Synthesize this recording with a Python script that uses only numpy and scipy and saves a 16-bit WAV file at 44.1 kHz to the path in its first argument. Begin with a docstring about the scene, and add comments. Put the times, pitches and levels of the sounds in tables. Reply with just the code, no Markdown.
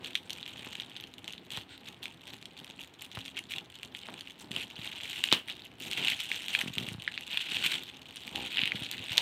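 """A foil-wrapped parcel crackles in picking hands on a bed from the start, over a short opening drone
and dull rubs that come and go throughout. Random clicks make the creases: single sharp buckles over fine
crinkling. Shaped noise makes the rubs and the sliding hiss. Slack panels pop as short pulses that fall in
pitch, and once the stretched foil lets go with a loud snap. Late on, a fingertip judders over the taut wrap
as a run of plucks. All of it is close by in a small room, over quiet air noise and a wavering hum."""
import sys
import numpy as np
from scipy import signal
from scipy.fft import rfft, irfft, next_fast_len
from scipy.io import wavfile
from scipy.ndimage import uniform_filter1d, map_coordinates

SR = 44100
rng = np.random.default_rng(int(sys.argv[2]) if len(sys.argv) > 2 else 0)


def wav_out(sig):
    """Save sig, one row per channel (or a flat mono array), as 16-bit PCM at SR to the path in sys.argv[1]."""
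    wavfile.write(sys.argv[1], SR, np.round(np.clip(np.atleast_2d(sig).T, -1, 1) * 32767).astype(np.int16))


N = 406161

SPLIT_HZ = 5200  # the foil's ring lies below, its treble above
# colour of the sheet smacking the parcel: f/Hz, level/dB per Hz (relative)
SMACK_COLOUR = [(60, -20), (300, -4.5), (550, -2.5), (950, 2.5), (1400, -0.5), (2200, -4), (4000, -9),
                (12000, -57)]


def amp(db):
    """Decibels to gain."""
    return 10 ** (np.asarray(db) / 20)


def unit(x):
    """Each row at rms 1."""
    return x / np.sqrt(np.mean(x ** 2, axis=-1, keepdims=True) + 1e-20)


def along(points, hz):
    """(Hz, value) points read on a log frequency axis."""
    f, v = np.transpose(points)
    return np.interp(np.log(hz + 1), np.log(f), v)


def wobble(rate):
    """A smooth random curve with rate knots a second."""
    knots = rng.standard_normal(int(N * rate / SR) + 4)
    return map_coordinates(knots, [np.arange(N) * rate / SR])


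def filtered(x, response):
    """x through a filter given as a response over frequency."""
    m = next_fast_len(N + SR // 4)
    return irfft(rfft(x, m) * response(np.fft.rfftfreq(m, 1 / SR)), m)[:N]


def noise(spectrum):
    """Coloured noise of rms 1."""
    return unit(filtered(rng.standard_normal(N), lambda hz: amp(along(spectrum, hz))))


def treble(hz):
    """A smooth step from 0 to 1 just above the ring of the foil."""
    return 1 - 1 / (1 + (hz / SPLIT_HZ) ** 16)


def place(times, waves):
    """Sum rows of samples, each starting at its time."""
    starts = np.maximum(np.round(times * SR), 0).astype(int)
    index = starts[:, None] + np.arange(waves.shape[1])
    return np.bincount(index.ravel(), waves.ravel(), N)[:N]


def impulse(gain):
    """The spectrum of the sharpest causal click (minimum phase) that has this gain over frequency."""
    cepstrum = irfft(np.log(gain))
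    size = cepstrum.shape[-1]
    fold = 1 + np.sign(size / 2 - np.arange(size))
    fold[0] = 1
    return np.exp(rfft(cepstrum * fold))


def gesture(start, length, build_db, rise_db_per_s, fall_db_per_s, swell_db, step=32):
    """Attack, sloping arched hold and release: one row of gain per gesture, one value every step samples."""
    t = np.arange(0, N, step) / SR - start[:, None]
    across = np.clip(t / length[:, None], 0, 1)
    arch = swell_db * (np.sin(np.pi * across) - 2 / np.pi)
    slope = np.reshape(build_db, (-1, 1)) * (across - .5)
    attack = rise_db_per_s * np.minimum(t, 0)
    release = fall_db_per_s * np.maximum(t - length[:, None], 0)
    return amp(arch + slope + attack - release)


def together(db, shapes, rest_db):
    """Gain per sample of all gestures, their powers added to a resting level."""
    gain = np.sqrt(amp(db) ** 2 @ shapes ** 2 + amp(rest_db) ** 2)
    return np.interp(np.linspace(0, len(gain) - 1, N), np.arange(len(gain)), gain)


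def repeats(start, length, per_second, scatter_s):
    """The uneven times of a quick run of contacts, and how far through the run each falls (0-1)."""
    offset = np.arange(0, length, 1 / per_second)
    return start + offset + scatter_s * rng.standard_normal(len(offset)), offset / length


def background():
    """Quiet room noise with a faint hum that wavers in level and phase."""
    # room noise: f/Hz, level/dB per Hz (relative)
    air_colour = [(25, -35), (70, -1), (110, 2), (250, -18), (450, -14.5), (900, -14), (1500, -12),
                  (3000, -9), (8000, -42)]
    # the hum: f/Hz, rms level before wavering/dB
    hum_tone = (270, -73)
    hz, db = hum_tone
    hum = np.sqrt(2) * np.sin(2 * np.pi * hz * np.arange(N) / SR + 1.505 * wobble(18))
    return amp(-62) * noise(air_colour) + amp(db + 6.4 * wobble(7)) * hum


def rubbing(effort):
    """Uneven friction: dull on the bedsheet, papery where skin drags on the wrap."""
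    # an arm or the parcel slides on the cloth:
    # start t/s, length t/s, dull level at half effort/dB, papery rasp against it/dB
    shifts = [(0.0, 0.095, -63, -2.5), (0.663, 0.194, -59, -3.5), (1.312, 0.277, -58, -14.5),
              (4.095, 0.051, -51.5, -4), (4.451, 0.196, -54, -9.5), (4.859, 0.15, -61, -2.5),
              (5.864, 0.0324, -46, -8.5), (5.92, 0.178, -53.5, -7.5), (6.581, 0.053, -59.5, 8),
              (6.788, 0.111, -53, -16), (7.516, 0.315, -55.5, -8.5), (8.347, 0.144, -51, -6.5),
              (8.576, 0.34, -56.5, -8.5), (8.943, 0.106, -56.5, -14.5), (9.176, 0.036, -62, 12.5)]
    # dull rub on cloth: f/Hz, level/dB per Hz (relative)
    cloth_colour = [(30, -46.5), (70, -8), (150, 0.5), (300, 0.5), (420, -4.5), (600, -13), (1200, -41.5),
                    (4000, -60)]
    # papery rub on the wrap: f/Hz, level/dB per Hz (relative)
    rasp_colour = [(300, -27.5), (550, -3), (850, 2.5), (1200, -6.5), (2000, -11), (4000, -34.5)]
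    contact_db, contact_rasp_db = -58, -62  # light, constant rubbing of the hands, at half effort
    dull_span_db, rasp_span_db = 2, 7.5  # gain from no effort to full effort
    start, length, db, rasp_db = np.transpose(shifts)
    shapes = gesture(start, length, build_db=-4.5, rise_db_per_s=301, fall_db_per_s=196, swell_db=4.5)
    dull = together(db, shapes, contact_db) * amp(dull_span_db * (effort - .5))
    papery = together(db + rasp_db, shapes, contact_rasp_db) * amp(rasp_span_db * (effort - .5))
    slips = unit(amp(2.5 * wobble(70) + 1.165 * wobble(12)))
    return slips * (dull * noise(cloth_colour) + papery * noise(rasp_colour))


def drag():
    """A finger drags over the taut panel; friction feeds its lowest resonance, which drones."""
    # the drag: start t/s, length t/s, level/dB, pitch f/Hz, resonance width f/Hz
    drag_stroke = (0, 0.09, -58, 314.5, 105)
    start, length, db, centre_hz, width_hz = drag_stroke
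    shape = gesture(np.array([start]), np.array([length]),
                    build_db=8, rise_db_per_s=500.5, fall_db_per_s=200, swell_db=2)

    def resonance(hz):
        """A band-pass resonance of the panel."""
        damping = 1j * hz * width_hz
        return damping / (centre_hz ** 2 - hz ** 2 + damping)

    drone = filtered(rng.standard_normal(N), resonance)
    return together(np.array([db]), shape, -120) * unit(drone)


def handling():
    """The strokes of the fingers as crinkle gain, treble gain and effort (0-1)."""
    # each grip, pull or push of the fingers: start t/s, length t/s, crinkle level/dB,
    # rise from start to end/dB, treble against the crinkle/dB
    finger_strokes = [(0.016, 0.173, -47.5, -3, -15), (0.313, 0.524, -48.5, 2, -13.5),
                      (0.874, 0.179, -52.0, 1, -14.5), (1.268, 0.071, -50.5, -5, -12.5),
                      (1.525, 0.086, -43.5, -7, -13.5), (1.699, 0.08, -53.5, -3, -15),
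                      (1.836, 0.08, -51.5, 4, -12.5), (2.029, 0.077, -49.5, -7, -11),
                      (2.234, 0.131, -50.5, 0, -10.5), (2.567, 0.197, -52.5, -4, -12),
                      (2.792, 0.038, -48.0, 0, -11.5), (2.995, 0.07, -51.0, -0.5, -11),
                      (3.117, 0.19, -49.0, -2, -11), (3.364, 0.025, -42.0, 0, -19),
                      (3.51, 0.091, -47.0, -12, -12.5), (3.698, 0.167, -53.5, -1, -13),
                      (3.942, 0.372, -52.0, -1, -11.5), (4.409, 0.046, -53.5, -8, -2),
                      (4.507, 0.122, -43.5, 11, -14), (4.674, 0.211, -47.5, 12, -14),
                      (4.882, 0.468, -42.5, 4, -13), (5.469, 0.049, -43.0, 9, -17.5),
                      (5.546, 0.11, -52.5, 10, -15.5), (5.8, 0.081, -44.0, 5, -8.5),
                      (5.905, 0.221, -35.5, 10, -16), (6.155, 0.308, -41.0, 0, -12),
                      (6.491, 0.135, -38.5, -1.5, -13.5), (6.617, 0.092, -43.5, -6, -12),
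                      (6.735, 0.189, -45.0, 0, -11), (6.995, 0.29, -47.5, 5, -14.5),
                      (7.306, 0.161, -38.5, -2, -16.5), (7.492, 0.188, -35.0, 2, -15),
                      (7.655, 0.129, -35.0, -4, -14), (7.809, 0.216, -51.0, -8, -15),
                      (8.055, 0.275, -48.5, 6, -11.5), (8.355, 0.2, -41.5, 0, -16),
                      (8.545, 0.149, -38.0, 2, -24.5), (8.736, 0.29, -42.0, -2, -17),
                      (9.045, 0.19, -37.5, 5, -15.5)]
    grip_db_per_s, release_db_per_s = 701, 480  # how fast a stroke takes hold and lets go
    swell_db, unsteady_db = 2, 0.6313  # strokes arch in the middle; the fingers pull unevenly
    settle_db, settle_db_per_s = -11, 110  # the sheet goes on settling after each stroke
    rest_db, rest_treble_db = -63, -10  # crinkle under resting hands, and its treble against it
    light_db, effort_range_db = -60, 26  # crinkle level at no effort; full effort lies this far above
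    start, length, db, build_db, treble_db = np.transpose(finger_strokes)
    pull = gesture(start, length, build_db, grip_db_per_s, release_db_per_s, swell_db)
    settling = amp(settle_db) * gesture(start, length, build_db, grip_db_per_s, settle_db_per_s, swell_db)
    shapes = np.maximum(pull, settling)
    unsteady = amp(unsteady_db * wobble(22))
    body = unsteady * together(db, shapes, rest_db)
    top = unsteady * together(db + treble_db, shapes, rest_db + rest_treble_db)
    effort = np.clip((20 * np.log10(body) - light_db) / effort_range_db, 0, 1)
    return body, top, effort


def buckle(pitch, treble_db, ring_db, width, ripple_db, size=256):
    """One click per pitch: an impulse through the foil's colour and the crease's own broad resonance."""
    # colour of the foil: f/Hz, level/dB per Hz (relative)
    foil_colour = [(100, -22.5), (500, -24.5), (1200, -14.5), (1800, -6.5), (2400, -4.5), (3000, -2),
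                   (3900, -5.5), (5000, -16), (6500, -12.5), (8300, -13), (11000, -23.5), (13500, -19),
                   (16000, -37)]
    hz = np.fft.rfftfreq(size, 1 / SR)
    chance = rng.standard_normal((len(pitch), len(hz) + 2))
    octaves = np.log2((hz + 1) / pitch[:, None])
    # every facet of the sheet has its own uneven overtones
    facets = unit(uniform_filter1d(chance[:, 2:], size=9, axis=1))
    ripple = ripple_db * facets * (0.764 + treble(hz))
    gain = amp(along(foil_colour, hz) + ring_db * np.exp(-(octaves / width) ** 2) + ripple)
    ring = unit(gain * (1 - treble(hz)))
    gain = ring + amp(treble_db)[:, None] * unit(gain * treble(hz))
    # a neighbouring fold gives way about a millisecond later, duller than the first
    lag = 0.0008007 * np.exp(0.3904 * chance[:, :1])
    strength = np.tanh(.65 * chance[:, 1:2])
    follower = strength * np.exp(-2j * np.pi * hz * lag) * (1 - treble(hz) / 2)
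    return unit(irfft(impulse(gain) * (1 + follower)))


def crinkles(effort, per_second, idle_share, spread_db, bright_spread_db, clump_db):
    """Countless small uneven creases; more effort sets off more of them, and wider, lower ones."""
    count = int(per_second * N / SR)
    tally = np.cumsum(idle_share + effort ** 2)
    starts = np.searchsorted(tally, rng.random(count) * tally[-1])
    strength, tightness, brightness = rng.standard_normal((count, 3)).T
    sizes = amp(spread_db * np.minimum(strength, 2))
    treble_db = -21 + bright_spread_db * np.minimum(brightness, 2)
    ring_hz = 3300 * np.exp(0.1404 * tightness - 0.138 * effort[starts])
    clicks = buckle(ring_hz, treble_db, ring_db=12, width=0.381, ripple_db=4.0)
    stream = place(starts / SR, sizes[:, None] * clicks) * amp(clump_db * wobble(50))
    # a steady pull releases about the same energy in every tenth of a second
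    power = np.abs(uniform_filter1d(stream ** 2, size=SR // 10))
    return stream / np.sqrt(power + 1e-12)


def rustle(body, top, effort):
    """Finger effort drives the crinkling; a hard pull or a gliding finger adds a hiss."""
    # skin glides over the foil without creasing it: centre t/s, half length t/s, extra treble level/dB
    skin_glides = [(0.261, 0.0092, 5.5), (1.731, 0.034, -3.5), (4.414, 0.0057, -2.5)]
    # hiss of sliding skin: f/Hz, level/dB per Hz (relative)
    slide_colour = [(530, -51), (900, -13), (1130, -34), (1490, -3), (1640, -11.5), (2860, -4.5),
                    (3820, -1.5), (5040, -19.5), (6410, -24.5), (8550, -17.5), (10000, -47.5), (13500, -36),
                    (16000, -36.5)]
    centre, half, extra_db = np.transpose(skin_glides)
    passes = np.exp(-((np.arange(N)[:, None] / SR - centre) / half) ** 4)
    glide = np.clip(passes.sum(axis=1), 0, 1)
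    grains = crinkles(effort, per_second=500, idle_share=.15, spread_db=5.4, bright_spread_db=6, clump_db=2.5)
    hiss = amp(-17.5 + 8 * effort ** 2)
    sheet = (1 - glide) * grains + (hiss + glide) * noise(slide_colour)
    high = filtered(sheet, treble)
    low = body * amp(-0.3347) * unit(sheet - high)
    return low + top * amp(passes @ extra_db) * unit(high)


def crackles(count=3):
    """The large creases: wide folds ring low, tight ones high; each shakes a few small ones loose."""
    # large creases buckling: t/s, level over 3 ms/dB, pitch before it is spread below f/Hz,
    # treble against the ring/dB
    large_creases = [(0.046, -34, 3170, -14), (0.154, -21.5, 3020.0, -18.5), (0.2968, -36, 3080.0, -12.5),
                     (0.3053, -30.5, 3510, -10.5), (0.3318, -37.0, 3540.0, -2), (0.429, -35.5, 3390, -24),
                     (0.4626, -37.0, 2940, -23), (0.7537, -32.5, 3000, -17), (0.7997, -30.5, 3240, -20.5),
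                     (0.9652, -35.5, 3610, -22), (1.0007, -38, 3370, -22.5), (1.0389, -37.5, 3260, -17),
                     (1.139, -44, 3300, -9), (1.1828, -42, 3130, -13), (1.2439, -41, 3340, -10.5),
                     (1.279, -32.5, 3020, -13.5), (1.3351, -37.5, 3170, -19), (1.3802, -42, 3400.0, -21.5),
                     (1.505, -37.5, 3330, -10.5), (1.573, -33.5, 3510, -11), (2.0564, -32, 2730, -20.5),
                     (2.2782, -38.5, 3300, -20.5), (2.4267, -43, 3070, -14.5), (2.4562, -38.0, 3310, -10),
                     (2.8367, -42, 2940.0, -12.5), (3.1159, -41, 3050.0, -15),
                     (3.1897, -38.5, 2860.0, -10.5), (3.2802, -37.0, 3110, -17.5), (3.391, -33, 2740, -8),
                     (3.5197, -32.5, 3055, -20), (3.5373, -31.5, 2930, -25.5), (3.5615, -36, 3120, -14),
                     (3.5835, -31, 3180, -17), (3.8318, -35.5, 2860, -13), (3.9495, -34, 2890, -22),
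                     (4.0338, -40, 3170, -30), (4.209, -37.5, 3370.0, -10), (4.274, -39, 2820.0, -23.5),
                     (4.5159, -32.5, 3270, -12.5), (4.5635, -26, 3090, -18.5), (4.875, -34, 3180, -24),
                     (5.0341, -36, 3180, -7), (5.1311, -33.5, 3020, -14.5), (5.2395, -19, 3150, -14),
                     (5.2878, -29, 2970, -26.5), (5.3167, -21.5, 3200, -27), (5.3266, -14, 3665, -13),
                     (5.9136, -31, 3410.0, -8.5), (5.9323, -29, 3220, -12), (6.074, -25, 3300, -28),
                     (6.0831, -22.5, 2550, -17), (6.203, -33.5, 2950, -10.5), (6.3164, -23.5, 2670, -24.5),
                     (6.4833, -30.5, 2970, -13), (6.5503, -18.5, 2530, -24.5), (6.561, -35, 3140.0, -28),
                     (6.5902, -26.5, 2930, -12.5), (6.6137, -25.5, 2440, -20.5), (6.7826, -23.5, 3055, -20),
                     (6.8876, -31.5, 2810, -13.5), (7.022, -37, 2950, -13), (7.0776, -24.5, 2243, -47),
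                     (7.1773, -28.5, 2790, -31.5), (7.3733, -20.5, 3175, -25.5), (7.5685, -25.5, 3080, -23),
                     (7.6649, -23.5, 2860, -27.5), (8.3588, -27, 3060.0, -15.5),
                     (8.5718, -23.5, 2900, -22.5), (8.5826, -24.5, 2880.0, -32.5),
                     (8.5917, -21.5, 2840, -35.5), (8.6168, -22.5, 3040, -28), (8.6362, -22.5, 2820, -31.5),
                     (8.6564, -25, 2800, -19.5), (8.676, -25, 2760, -20.5), (8.7196, -24.5, 2297, -29),
                     (8.914, -31.0, 3390, -4.5), (9.1725, -31, 3530, -5), (9.1799, -13.5, 3594, -13.5)]
    # small creases after a large one: mean gap/s, level against it/dB, loss/dB for each, first included
    after_gap_s, after_db, after_step_db = .003, -10, 4.5
    s, db, pitch, treble_db = np.transpose(large_creases)
    centre_hz = 3050
    ring_hz = centre_hz * (pitch / centre_hz) ** 1.6  # spreads the pitches about the centre
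    clicks = buckle(ring_hz, treble_db, ring_db=12.5, width=0.584, ripple_db=2.0)
    out = place(s, amp(db - 3.0)[:, None] * clicks)
    gaps = rng.exponential(after_gap_s, (len(s), count))
    for k, delay in enumerate(np.cumsum(gaps, axis=1).T):
        clicks = buckle(ring_hz, treble_db, ring_db=10, width=0.44, ripple_db=3.0)
        small_db = db + after_db - after_step_db * (k + 1)
        out += place(s + delay, amp(small_db)[:, None] * clicks)
    return out


def flip(pitch, life):
    """A flipping panel pushes the air for a cycle or two, falling in pitch."""
    cycles = pitch[:, None] * np.arange(SR // 16) / SR
    swell = cycles / life
    phase = 2 * np.pi * (0.481 * cycles + 0.809 * (1 - np.exp(-cycles / 1.03)))
    push = np.gradient(np.cos(phase) * (swell * np.exp(1 - swell)) ** 2.43, axis=1)
    return push / np.abs(push).max(axis=1, keepdims=True)


def slaps(s, db, size=1024):
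    """Sharp, dull smacks of the sheet against the parcel, each at its peak level."""
    hz = np.fft.rfftfreq(size, 1 / SR)
    smack = irfft(impulse(amp(along(SMACK_COLOUR, hz))))
    return place(s, amp(db)[:, None] * smack / np.abs(smack).max())


def pops():
    """Slack panels flip over, smack the parcel and flutter briefly."""
    # single panels flipping: t/s, peak level/dB, nominal pitch f/Hz,
    # slap level/dB (the smack peaks 25 dB above it, the flutter starts 3.5 dB above it)
    single_pops = [(0.668, -37.5, 324, -54), (1.574, -39.5, 133, -49.5), (3.172, -35, 136, -47.5),
                   (4.086, -54, 280, -50), (4.508, -34, 236, -72), (4.568, -37.5, 216, -54.5),
                   (4.789, -37.5, 164, -69.5), (7.658, -36.5, 241, -54.5), (8.629, -32, 199.4, -70),
                   (8.746, -32, 191, -65.5), (8.817, -35.5, 167, -58.5), (8.998, -40.5, 130, -78),
                   (9.108, -37, 136.5, -70)]
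    s, db, pitch, slap_db = np.vstack([single_pops, flaps()]).T
    t = np.arange(SR // 16) / SR
    fade = amp(slap_db[:, None] + 3.5 - 60 * t / 0.0516)
    flutter = place(s + 0.00452, fade) * noise(SMACK_COLOUR)
    push = place(s, amp(db)[:, None] * flip(pitch, life=0.915))
    return push + slaps(s + 0.000966, slap_db + 25) + flutter


def snap():
    """The released sheet cracks, booms and flutters to rest."""
    # the stretched sheet snaps free: t/s, boom peak level/dB, nominal boom pitch f/Hz,
    # crack peak level/dB, shiver level before wavering and a 1.7 dB cut/dB, shiver t60/s
    release = (5.326, -24, 300, -7.5, -23, .2)
    # shivering sheet: f/Hz, level/dB per Hz (relative)
    shiver_colour = [(60, -17), (250, 2), (550, -2.5), (1000, -5.5), (1500, -1.5), (2100, -1.5), (3000, 10),
                     (4000, -7.5), (5000, -17), (8500, -19.5), (11000, -23.5), (16000, -23)]
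    s, boom_db, boom_hz, crack_db, shiver_db, t60 = release
    start, t = np.array([s]), np.arange(N) / SR - s
    boom = place(start, amp(boom_db) * flip(np.array([boom_hz]), life=0.93))
    decay = amp(shiver_db - 60 * np.abs(t) / t60 + 1.6 * wobble(400) - 1.7)
    shiver = (t > 0) * decay * noise(shiver_colour)
    return boom + slaps(start, np.array([crack_db])) + shiver


def flaps():
    """Each tug sets off a run of pops that weaken, their pitch following the tension."""
    # a tugged panel flaps again and again: start t/s, length t/s, rate/flaps per s,
    # peak level at the start/dB, first nominal pitch f/Hz, last nominal pitch f/Hz
    flap_runs = [(6.637, 0.08, 46.8, -32, 254.6, 149.5), (6.773, 0.069, 55, -34.5, 187, 204),
                 (6.881, 0.109, 30, -34.5, 168.6, 150)]
    scatter_s, fade_db = 0.00152, 2.5  # uneven timing, loss over a run
    slap_db = -25  # slap level against the peak, as in the slap column of the pops
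    rows = []
    for start, length, per_second, db, first_hz, last_hz in flap_runs:
        s, through = repeats(start, length, per_second, scatter_s)
        peak_db = db - fade_db * through + rng.normal(0, 1.24, len(s))
        pitch = first_hz + (last_hz - first_hz) * through
        rows.append(np.transpose([s, peak_db, pitch, peak_db + slap_db]))
    return np.vstack(rows)


def judder():
    """A fingertip sticks and slips: each slip plucks the taut panel, hardest in mid-slide."""
    # the slide: start t/s, length t/s, level in the middle before a 3.5 dB cut/dB
    slide_run = (8.322, .14, -34.5)
    # modes of the taut wrap over the parcel: f/Hz, mean level/dB, t60/s
    panel_modes = [(326, 3.5, 0.0205), (544, -2, 0.0099), (808, 1.5, 0.0244)]
    slips_per_s, scatter_s, arch_db = 68, 0.002034, 10.5  # rate, uneven timing, loss at the ends
    start, length, peak_db = slide_run
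    s, through = repeats(start, length, slips_per_s, scatter_s)
    db = peak_db - arch_db * (2 * through - 1) ** 2
    t = np.arange(SR // 20) / SR
    ring = 0
    for hz, level, t60 in panel_modes:
        mode_db = level + rng.normal(0, 1.5, (len(s), 1))
        ring = ring + amp(mode_db - 60 * t / t60) * np.sin(2 * np.pi * hz * t)
    return place(s, amp(db - 3.5)[:, None] * ring)


def room(x):
    """A small room answers after 5 ms with decaying noise that dies fastest around 1 kHz."""
    # decay of the room: f/Hz, t60/s
    room_decay = [(150, 0.198), (1000, 0.086), (3000, 0.1456), (8000, 0.2), (15000, 0.257)]
    hz, t, z = signal.stft(rng.standard_normal(SR // 2), SR, nperseg=256)
    decay = amp(-60 * t / along(room_decay, hz)[:, None])
    tail = signal.istft(z * decay, SR, nperseg=256)[1]
    tail = np.pad(tail / np.linalg.norm(tail), (SR // 200, 0))
    return signal.fftconvolve(x, tail)[:N]


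def scene():
    """The parcel close by, the room's answer and its quiet background."""
    low_cut_hz = 39.8  # the thin sheet radiates little below this
    body, top, effort = handling()
    parcel = crackles() + rustle(body, top, effort) + snap() + rubbing(effort) + pops() + judder() + drag()
    parcel = filtered(parcel, lambda hz: 1j * hz / (1j * hz + low_cut_hz))
    return (parcel + amp(-12.5) * room(parcel) + background())[None]


def record(dry):
    """A very steep low-pass ends the band."""
    top_hz = 15900
    return filtered(dry[0], lambda hz: 1 / (1 + (hz / top_hz) ** 120))[None]


dry = scene()
out = record(dry)
wav_out(out)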